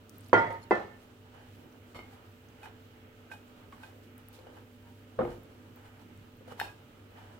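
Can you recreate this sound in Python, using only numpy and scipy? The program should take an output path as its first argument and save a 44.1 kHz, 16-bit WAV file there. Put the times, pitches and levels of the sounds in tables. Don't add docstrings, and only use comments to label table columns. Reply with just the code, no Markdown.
import sys
import numpy as np
from scipy import signal
from scipy.fft import rfft, irfft, next_fast_len
from scipy.io import wavfile
from scipy.ndimage import uniform_filter1d

SR = 44100
rng = np.random.default_rng(int(sys.argv[2]) if len(sys.argv) > 2 else 0)


def convert_level_to_amplitude(level_db):
    exponent = np.asarray(level_db, float) / 20
    return 10 ** exponent


def wav_out(sig):
    wavfile.write(sys.argv[1], SR, np.round(np.clip(np.atleast_2d(sig).T, -1, 1) * 32767).astype(np.int16))


N = 326117


def read(table, hz):
    table_hz, value = np.array(table)[:, 0], np.array(table)[:, 1]
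    return np.interp(np.log(np.maximum(hz, 1)), np.log(table_hz), value)


def level(x, db):
    return x * convert_level_to_amplitude(db) / np.sqrt(np.mean(x ** 2))


def colour(x, table, size=16384):
    gain_db = read(table, np.fft.rfftfreq(size, 1 / SR))
    cepstrum = irfft(np.log(convert_level_to_amplitude(gain_db)), size)
    cepstrum[1:size // 2] *= 2
    cepstrum[size // 2 + 1:] = 0
    response = irfft(np.exp(rfft(cepstrum)), size)[:size // 2]
    whole = next_fast_len(x.shape[-1] + size // 2, real=True)
    return irfft(rfft(x, whole) * rfft(response, whole), whole)[..., :x.shape[-1]]


def walk(rate_hz):
    k = int(SR / rate_hz)
    held = np.repeat(rng.standard_normal(N // k + 1), k)
    return uniform_filter1d(uniform_filter1d(held, k), k)[:N]


def add(out, sound, start_s, peak_db, pan_db):
    i = int(start_s * SR)
    sound = sound[:, :N - i]
    sound = sound * convert_level_to_amplitude(peak_db) / np.abs(sound.mean(axis=0)).max()
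    out[:, i:i + sound.shape[1]] += sound * convert_level_to_amplitude(np.array([[pan_db], [-pan_db]]) / 2)


# freq_hz, left_right_correlation
PORT_LIKENESS = [(60, 0.99), (130, 1), (290, 0.87), (640, 0.37), (1200, 0)]


def phase_apart(hz):
    return np.arccos(np.clip(read(PORT_LIKENESS, hz), 0, 1)) * np.array([[.5], [-.5]])


def diffuse(size, centres_hz):
    hz = np.fft.rfftfreq(size, 1 / SR)
    like = np.clip(read(PORT_LIKENESS, hz), 0, 1)
    mid, side = rfft(rng.standard_normal((2, size))) * np.sqrt([1 + like, 1 - like])
    both = np.array([mid + side, mid - side])
    shares = [read(list(zip(centres_hz, row)), hz) for row in np.eye(len(centres_hz))]
    return [irfft(both * share, size) for share in shares]


def ring(modes, t, swell_s):
    rows = np.array([(*mode, 0, 0)[:5] for mode in modes])
    hz, db, t60_s, split_hz, hush_s = rows.T[:, :, None, None]
    turn = rng.uniform(-0.9, 1, (len(modes), 4)).T[:, :, None, None]
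    apart = phase_apart(hz) * np.sign(turn[0])
    waver = 1 + .45 * np.sin(2 * np.pi * 14 * turn[1] * t + np.pi * turn[2])
    beat = np.sin(np.pi * split_hz * (t - hush_s))
    settle_db = 9 * np.clip((t - .25) / .03, 0, 1)
    fade = convert_level_to_amplitude(db - 60 * t / np.minimum(t60_s, .7) - settle_db)
    tones = fade * np.where(split_hz > 0, beat, waver) * np.sin(2 * np.pi * hz * t + apart)
    return np.sum(tones, axis=0) * (1 - np.exp(-t / max(swell_s, 1e-4)))


# freq_hz, t60_s
ROOM_DECAY = [(60, 0.99), (250, 0.5), (1000, 0.4), (3000, 0.53), (8000, 0.55), (16000, 0.14)]


def room(crack_db, crack_s, tail_s):
    t = np.arange(int(tail_s * SR)) / SR
    bands = diffuse(len(t), np.array(ROOM_DECAY)[:, 0])
    tail = sum(band * convert_level_to_amplitude(-60 * t / t60_s) for band, (_, t60_s) in zip(bands, ROOM_DECAY))
    crack = convert_level_to_amplitude(crack_db) * np.sign(rng.standard_normal(len(t))) * np.exp(-t / crack_s)
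    return tail * (1 - np.exp(-t / 0.00033)) + crack, t


NEAR_TAIL_S = .4


def knock(body, ring_db, swell_s, crack_db, tail_s=.7):
    modes, shape = body
    air, t = room(crack_db, .005, tail_s)
    return level(colour(air, shape), 0) + level(ring(modes, t, swell_s), ring_db)


# freq_hz, density_db
POT_WARE = [
    [(303, -17, 0.19), (353, -16.5, 0.72), (424, -40, 0.22), (482, -0.5, 0.14), (570, -30, 1), (695, -13, 0.56), (677, -25.5, 0.22), (1020, -25, 0.83), (1060, -31, 0.38), (1170, -44, 0.39), (1260, -17.5, 0.69), (1583, -41, 0.48), (1710, -35, 0.4), (1730, -32.5, 0.33), (1850, -34.5, 0.49), (2150, -21.5, 0.65), (3130, -21, 0.26), (3390, -27, 0.09), (3350, -30, 0.56), (4200, -41.5, 0.51), (4420, -32, 0.17), (5270, -46.5, 0.27)],
    [(40, -27), (120, -15), (250, -6.5), (400, -2.5), (1000, -3.5), (1400, -9.5), (2100, -12.5), (2500, -24), (3300, -32), (6000, -44), (16000, -62)],
]
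LID_WARE = [
    [(104.4, -24.5, 0.28), (210, -14, 0.36), (358, 3, 0.13), (550, -6, 0.23), (620, -12, 0.3), (735, -8.5, 0.21), (840, -17, 0.52), (1010, 2, 0.11), (1200, -15, 0.088), (1340, -56, 0.93), (1404, -9.5, 0.21), (1544, -22, 0.32), (2019, -3, 0.14), (2160, -29.5, 0.76), (2630, -16.5, 0.14), (2570, -25, 0.29), (2790, -44, 0.36), (3270, -34, 0.36), (4030, -39, 0.49), (5240, -41, 0.27), (5950, -32, 0.13)],
    [(24, -69), (40, -36), (194, -10.5), (276, -15), (345, 0), (1440, -9.5), (1630, -21), (1760, -10.5), (2380, -27), (4000, -38.5), (16000, -63)],
]
THUD_WARE = [
    [(129.6, -7.5, 0.55), (231, -0.5, 0.31), (352, -15, 0.25), (443, -20, 0.23), (492, 0, 0.19), (556, -25, 0.38), (753, -6, 0.17), (700, -1, 0.17), (842, -9.5, 0.39), (1150, -26, 0.28), (1233, -3.5, 0.18), (2150, -21, 0.34), (2900, -38, 0.2), (3700, -32, .1)],
    [(24, -49), (40, -14), (119, -14), (419, -5), (490, 0), (559, -7.5), (1100, -14.5), (1770, -26.5), (3000, -37.5), (8000, -77), (10400, -101), (17600, -120)],
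]
# pitch_hz, level_db, t60_s, split_hz, first_silence_s
POT_PAIRS = [(107.5, -12.5, 0.68, 9, -0.0054), (915.5, 1.5, 0.63, 8.2, 0.028),
             (1415, 7.7, 0.26, 6.9, -0.0074), (1820, -14.5, 0.75, 9.9, .001),
             (1989, -5, 0.51, 24.6, 0.0011)]
LID_PAIRS = [(1775, 0, 0.24, 11, .001), (1790, -23, 0.83, 6.6, .02)]
# start_s, peak_db, ring_db, swell_s, crack_db
KNOCK_EVENTS = [
    (0.33, -10.5, 2, 0.0066, 3.5),
    (0.709, -12, 0.5, 0.0042, 10),
    (5.189, -23.5, -2, 0.0026, 9),
]
KNOCK_PANS = -0.5, 0.7, 1
# start_s, peak_db
THUD_BOUNCES = [
    (5.209, -29),
    (5.219, -31),
    (5.25, -30.5),
    (5.276, -34),
]


def crockery(out):
    pot = POT_WARE[0] + POT_PAIRS, POT_WARE[1]
    lid = LID_WARE[0] + LID_PAIRS, LID_WARE[1]
    for body, pan_db, event in zip((pot, lid, THUD_WARE), KNOCK_PANS, KNOCK_EVENTS):
        start_s, peak_db, ring_db, swell_s, crack_db = event
        add(out, knock(body, ring_db, swell_s, crack_db), start_s, peak_db, pan_db)
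    for start_s, peak_db in THUD_BOUNCES:
        bounce = knock(THUD_WARE, ring_db=-21, swell_s=.004, crack_db=28, tail_s=NEAR_TAIL_S)
        add(out, bounce, start_s, peak_db, KNOCK_PANS[2])


# start_s, peak_db, pitch_hz, t60_s, pan_db
KNUCKLE_BUMPS = [(0.2945, -51.5, 700, 0.03, 5), (2.129, -52, 785, 0.098, 8), (3.683, -49.5, 443, 0.11, -3),
                 (3.724, -46.5, 1106, 0.074, -2), (4.387, -47, 514, 0.32, 12),
                 (4.468, -44.5, 484, 0.059, 8), (6.408, -50, 530, 0.063, 14), (6.477, -42.5, 505, 0.093, 9),
                 (6.521, -39.5, 480, 0.054, 5)]
WARE_RATTLES = [(.395, -30, 613, 0.083, 1), (.47, -36, 607, .12, 0.92), (.505, -31, 520, 0.058, 1),
                (.545, -41, 560, 0.27, 1), (.726, -33, 507, 0.11, 1), (.752, -30.5, 700, 0.087, 0.9),
                (.775, -33.5, 807, 0.072, 1), (.797, -33.5, 600, 0.11, 1)]


def bumps(out):
    for start_s, peak_db, pitch_hz, t60_s, pan_db in KNUCKLE_BUMPS + WARE_RATTLES:
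        modes = [(pitch_hz, 0, min(t60_s, .15))]
        shape = [(pitch_hz / 3, -20), (pitch_hz, 0), (pitch_hz * 3, -14), (16000, -50)]
        sound = knock((modes, shape), 4.5, 0.00045, 12.0, NEAR_TAIL_S)
        add(out, sound, start_s, peak_db, .5 * pan_db)


# start_s, peak_db, pitch_hz, cycles, pan_db
CONTACT_PLOCKS = [(2.639, -47, 860, 5.1, 4), (2.656, -54, 1590, 11, -2), (2.711, -53, 700, .8, 1),
                  (3.299, -56, 1540, 24, -8), (3.3157, -42.5, 1550, 18, -9), (3.337, -43, 860, 2.2, 5),
                  (3.726, -46, 1110, 3, -2), (3.8338, -48, 1566, 18, -10), (4.388, -60, 910, 1.4, 6),
                  (4.469, -48, 794, 2, 2), (5.186, -40, 400, 0.92, 1), (5.2082, -30, 420, 1.1, 8),
                  (5.251, -34, 700, 1.7, 2), (6.594, -34, 840, 1.8, 6), (6.5997, -23.5, 1640, 1.9, 11.5),
                  (6.607, -36, 1700, 3, 5), (6.614, -29, 850, 3.8, 2), (6.614, -30, 1710, 3.3, 11),
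                  (6.627, -39, 890, 4.1, -5), (6.644, -49, 1640, 31, 6), (6.691, -53, 1640, 46, 4),
                  (2.632, -51, 2520, 42, 4), (3.317, -43.5, 2510, 17, 6), (3.836, -49, 2490, 17, 1),
                  (6.522, -48, 1200, 6.1, -4), (.2955, -53, 2500, 1.5, 2), (.9, -56, 1780, 88, -4),
                  (.835, -53, 1776, 61, 3), (3.331, -54.5, 2484, 90, 3), (3.727, -63, 2150, 52, 4),
                  (3.87, -64, 2520, 64, -1), (6.598, -47, 3670, 42, 14), (6.604, -43.5, 4280, 28, 4),
                  (6.681, -53, 2520, 32, -6), (6.601, -39, 2520, 13, 8), (5.217, -34, 1390, 3, -1),
                  (5.253, -46, 1270, 4, -1), (5.277, -45, 1200, 3, 0), (1.991, -45, 1100, 2.5, 1),
                  (6.53, -56, 2930, 14, -1),
                  (0.33, -13, 1003, 4, -5), (.3305, -15.5, 460, 1.2, -9), (.334, -15, 428, 3.7, 2.5),
                (.339, -15.5, 860, 4, 3), (.7115, -16, 408, 2.05, 1), (.712, -25.5, 980, 5.6, 3),
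                (.7165, -14.5, 830, 2, -1), (.722, -27.5, 480, 7.1, -3), (.7265, -23.5, 560, 3, 0),
                (5.189, -25.5, 515, 12.6, 2), (5.19, -32, 710, 9.1, 2), (5.212, -31.5, 750, 5.6, 1),
                (5.222, -31.5, 351.4, 20, 1), (5.252, -37, 485, 14, 3), (4.85, -65.5, 940, 99, 2),
                (6.64, -54, 4300, 40, 2), (6.6, -47, 5300, 30, 3), (.331, -47.5, 6100, 75, 1),
                (.331, -45.5, 4550, 62, 4), (0.38, -54, 5200, 80, -4), (.7095, -50.5, 4510, 45, 2),
                (4.39, -56, 4200, 8, 0), (4.369, -60, 11500, 3, 3), (.8, -39, 800, 11, -2)]


def plocks(out):
    t = np.arange(SR // 6) / SR
    for start_s, peak_db, pitch_hz, cycles, pan_db in CONTACT_PLOCKS:
        turns = t * pitch_hz
        apart = 0.68 * phase_apart(pitch_hz)
        envelope = np.exp(-turns / max(cycles, .3)) * (1 - np.exp(-turns / 0.41))
        add(out, np.sin(2 * np.pi * turns + apart) * envelope, start_s, peak_db, pan_db)


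# start_s, peak_db
CHINK_EVENTS = [
    (0.619, -59),
    (0.629, -52.5),
    (.637, -54),
]
# pitch_hz, level_db, t60_s
CHINK_MODES = [(4300, -16, 0.03), (5150, -19, 0.035), (6900, -18, 0.017), (10000, -18, 0.02),
               (10700, -19, .02)]


def chinks(out):
    t = np.arange(SR // 4) / SR
    modes = [(hz, db, min(t60_s, .04)) for hz, db, t60_s in CHINK_MODES]
    for start_s, peak_db in CHINK_EVENTS:
        add(out, ring(modes, t, 0.002), start_s, peak_db, 2.5)


def tap(body, ring_db, tilt_db, low_db, crack_db):
    peaks, shape = body
    air, t = room(crack_db, 1 / SR, NEAR_TAIL_S)
    air = air * convert_level_to_amplitude(-90 * t)
    modes = []
    for k, (hz, width_hz, db) in enumerate(peaks):
        t60_s = 1.5 / width_hz
        modes.append((hz, db + low_db * (k == 0) - 20 * np.log10(t60_s), t60_s))
    rung = signal.fftconvolve(air, ring(modes, t[:SR // 8], 0.000072), axes=1)[:, :len(t)]
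    blow = level(colour(air, shape), 0) + level(rung, ring_db)
    return colour(blow, [(800, 0), (12800, 4 * tilt_db)])


# freq_hz, density_db
DISH_WARE = [
    [(885, 180, -6.5), (1606, 45, -1.5), (2520, 90, -10.5), (2720, 8.3, -10), (2960, 200, -17), (3670, 53, -14), (4260, 180, -21), (5380, 140, -24), (6960, 170, -33), (7800, 56, -32), (8550, 120, -32), (10200, 110, -44), (11800, 90, -26), (13500, 150, -38)],
    [(120, -23), (200, -16), (623, -17), (806, -0.5), (1080, -17.5), (1590, -9), (2130, -14.5), (2560, -26.5), (2860, -31.5), (4270, -31), (16000, -37.5)],
]
SPOON_WARE = [
    [(1243, 41, 1), (2150, 44, 5.5), (2980, 75, -7.5), (3670, 60, -10), (4370, 60, -14), (5360, 46, -17), (7470, 32, -20), (8600, 44, -25), (9800, 30, -32), (11400, 46, -19)],
    [(80, -3), (500, -2.5), (1200, -5), (3000, -24), (16000, -41)],
]
# start_s, peak_db, ring_db, tilt_db_per_octave, low_mode_db
DISH_TAPS = [(2.617, -57, 8, 10, -3), (2.632, -38.5, -3, 2, -2), (2.659, -38.5, 0, -0.5, -1),
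             (3.315, -37, 6, -2.5, -2.5), (3.338, -44, 1, 4, 6), (3.834, -39, 4, 1.5, 5),
             (6.594, -35, 6, 6, -1), (6.599, -23, -1, 4, -8), (6.614, -27.5, 4, 0.5, -2)]
SPOON_ROCKS = [(1.947, -38.5, -1, 1, 0.3), (1.953, -39, -0.74, -0.3, 0.3), (1.958, -38, -1, 0.12, .3),
               (1.964, -39, -1.4, 0.07, 0.3), (1.991, -33.5, 0, -1.1, 0.3)]


def taps(out):
    for body, events, crack_db in ((DISH_WARE, DISH_TAPS, 29.5), (SPOON_WARE, SPOON_ROCKS, 26)):
        for start_s, peak_db, ring_db, tilt_db, low_db in events:
            add(out, tap(body, ring_db, tilt_db, low_db, crack_db), start_s, peak_db, 1.5)


# start_s, peak_db, pitch_hz, cycles, pan_db
STRAND_TICKS = [(0.0953, -39.5, 6250, 0.27, 16), (0.183, -43, 12800, 5, 16), (0.2088, -47.5, 9200, 3, 13),
                (0.528, -50.5, 10000, 3, 15), (4.1805, -44, 10800, 0.57, 21), (4.286, -38, 12600, 0.72, 17),
                (4.329, -47, 14500, 1.7, 2.0), (5.435, -48, 12400, 1.4, 3), (5.7607, -40, 15300, 1.2, 3.0),
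                (6.1758, -53.5, 8800, 1.2, 13.5), (6.3688, -51, 14000, 1.5, 2),
                (0.2355, -57, 4800, 4, 1), (.26, -65, 5000, 35, 1), (.263, -59, 10500, 9, 1),
               (.286, -49, 11500, 4, 3), (0.2454, -57, 6300, 9, -1), (0.296, -50, 4850, 3, 3),
               (1.727, -62, 5890, 9, -6), (2.4867, -59, 6260, 9, -2.5), (3.481, -59, 7500, 9, 0)]


def strands(out):
    t = np.arange(SR // 25) / SR
    for start_s, peak_db, pitch_hz, cycles, pan_db in STRAND_TICKS:
        grain = np.sin(2 * np.pi * pitch_hz * t) * np.exp(-t * pitch_hz / max(cycles, .3))
        smear = convert_level_to_amplitude(-33) * rng.standard_normal((2, len(t))) * np.exp(-t / .008)
        tick = colour(grain + smear, [(pitch_hz / 2.2, -30), (pitch_hz / 1.3, 0)])
        add(out, tick, start_s, peak_db, pan_db)


def grit(rate_hz, spread_db):
    chance = rng.uniform(-1, 1, (2, N)) * SR / rate_hz
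    hit = np.abs(chance) < 1
    size = np.minimum(-np.log(np.abs(chance[hit]) + 1e-9), 3)
    out = np.zeros((2, N))
    out[hit] = np.sign(chance[hit]) * convert_level_to_amplitude(spread_db * size)
    return out


# top_s, scrape_db, toss_db, length_s
JAB_STROKES = [(.2, -89, -66.5, 1), (1.35, -59.5, -75, 0.25), (1.72, -68, -73, 0.13),
               (1.96, -65, -62, 0.096), (2.49, -75, -69, .07), (3.32, -50, -59, 0.12),
               (3.48, -78, -72, 0.1), (3.73, -60, -70, 0.25), (3.835, -60.5, -65, 0.29),
               (4.19, -60, -69, 0.087), (4.34, -61, -64, 0.22), (4.47, -62, -83, 0.12),
               (5.77, -57.5, -75, 0.098), (6.48, -60, -63, 0.07), (6.6, -48, -59, 0.25),
               (7.18, -55, -71.5, 0.32)]
SWEEP_STROKES = [(1.04, -68.5, -70.5, 0.33), (1.57, -85, -71, 0.66), (2.14, -58, -68, 0.3),
                 (2.26, -79, -73, 0.11), (2.65, -46.5, -63, 0.13), (3.64, -62, -93, 0.19),
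                 (4.04, -82, -72, 0.19), (4.57, -61.5, -72.5, 0.29), (4.91, -70, -84.5, .15),
                 (5.31, -56, -63, 0.38), (5.87, -59, -70, 0.25), (6.02, -64.5, -75, 0.18),
                 (6.52, -54.5, -63, 0.1), (7.35, -80, -75, .15), (6.67, -68, -66, 0.21)]


def effort(t, column, rest_db):
    edge_db = -23
    power = convert_level_to_amplitude(2 * rest_db)
    for strokes, rise in ((JAB_STROKES, 0.17), (SWEEP_STROKES, 0.58)):
        for stroke in strokes:
            late = (t - stroke[0]) / stroke[3]
            fall = np.maximum(-late / rise, late / (1 - rise))
            power = power + convert_level_to_amplitude(2 * (stroke[column] + edge_db * fall))
    return np.sqrt(power)


# pitch_hz, width_hz, level_db
GLAZE_MODES = [(860, 290, 9.5), (1558, 200, -5.5), (2410, 61, -18), (2940, 110, -12.5), (3750, 170, -30),
               (4300, 220, -18)]
# freq_hz, density_db
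STRAND_RUSTLE = [(1500, -13.5), (3500, -4.5), (6000, -11), (9000, -11), (16000, -17)]


def hand():
    t = np.arange(N) / SR
    slow = t[::64]
    rub = np.interp(t, slow, effort(slow, column=1, rest_db=-69.5))
    toss = np.interp(t, slow, effort(slow, column=2, rest_db=-78))
    body = ring([(hz, db, 2.1 / width_hz) for hz, width_hz, db in GLAZE_MODES], t[:SR // 5], 0.00015)
    scrape = level(signal.fftconvolve(grit(1500, 4.5), body, axes=1)[:, :N], 0)
    scrape = scrape + level(colour(grit(3400, 3.6), DISH_WARE[1]), -3.5)
    rustle = level(colour(grit(4000, 4.4), STRAND_RUSTLE), 0.62)
    fizz = level(colour(grit(5000, 2.5), [(7000, -42), (12000, 6.5), (16000, -8.5)]), -11.0)
    scraping = scrape * rub * convert_level_to_amplitude(3.4 * walk(25.88))
    return scraping + (rustle + fizz) * toss * convert_level_to_amplitude(2.6 * walk(30))


# freq_hz, density_db
RUMBLE = [(12, -35), (22, -7), (48, -13), (79, -4.5), (100, -0.5), (121, -4), (166, -12), (252, -4.5),
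          (320, -7.5), (387, -9.5), (440, -14), (491, -11), (585, -15), (644, -17.5), (900, -18.5),
          (1170, -65.5), (1980, -120)]
# freq_hz, density_db
MIC_HISS = [(410, -35.5), (700, -15), (829, -5), (1090, -11), (1260, -2), (1570, -8), (2040, -9),
            (3020, -8.5), (3440, -13.5), (4950, -21.5), (8450, -23.5), (9500, -30), (13900, -20.5),
            (15800, -21.5)]
BAND_FLICKER = 1.5, 1.5, 2.5, 3, 3, 2.5, 2, 1.5, 1.2, 1.2


def air():
    swell = walk(0.88)
    centres_hz = 30 * 2. ** np.arange(10)
    bands = [band[:, :N] for band in diffuse(2 * next_fast_len(N // 2 + 1), centres_hz)]
    noise = sum(band * convert_level_to_amplitude(0.12 * swell + flicker_db * walk(9))
                for band, flicker_db in zip(bands, BAND_FLICKER))
    return level(colour(noise, RUMBLE), -57.5) + level(colour(noise, MIC_HISS), -63.5)


# multiple, level_db
MOTOR_OVERTONES = [(5, -63.5), (7, -89.5), (9, -67.5), (10, -76), (12, -73.5)]


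def fridge():
    motor_hz, mains_hz = 49.15, 100.0
    turn = 2 * np.pi * motor_hz * np.cumsum(1 + 0.0014 * walk(1.37)) / SR
    mains = 2 * np.pi * mains_hz * np.arange(N) / SR
    hum = convert_level_to_amplitude(-60.3 + 2.2 * walk(6.18)) * (np.sin(mains) + convert_level_to_amplitude(-16.0) * np.sin(3 * mains))
    for k, db in MOTOR_OVERTONES:
        hum = hum + convert_level_to_amplitude(db + 1.6 * walk(5)) * np.sin(k * turn + k * k)
    return np.sqrt(2) * hum


def scene():
    out = air() + fridge() + hand()
    for source in (crockery, bumps, plocks, chinks, taps, strands):
        source(out)
    return out


def low_pass(x):
    return signal.sosfilt(signal.butter(12, 16660, fs=SR, output="sos"), x)


# freq_hz, difference_db
PORT_COLOUR = [(60, -0.5), (110, -1), (200, -4.5), (380, 0), (700, -2.5), (1290, -3), (2380, -3),
               (4400, -5.5), (8120, -4), (15000, 4)]


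def record(dry):
    left = colour(dry[0], [(hz, db / 2) for hz, db in PORT_COLOUR])
    right = colour(dry[1], [(hz, -db / 2) for hz, db in PORT_COLOUR])
    both = colour(np.array([left, right]), [(15900, 0), (16050, -32), (16700, -45)])
    return low_pass(both)


dry = scene()
out = record(dry)
wav_out(out)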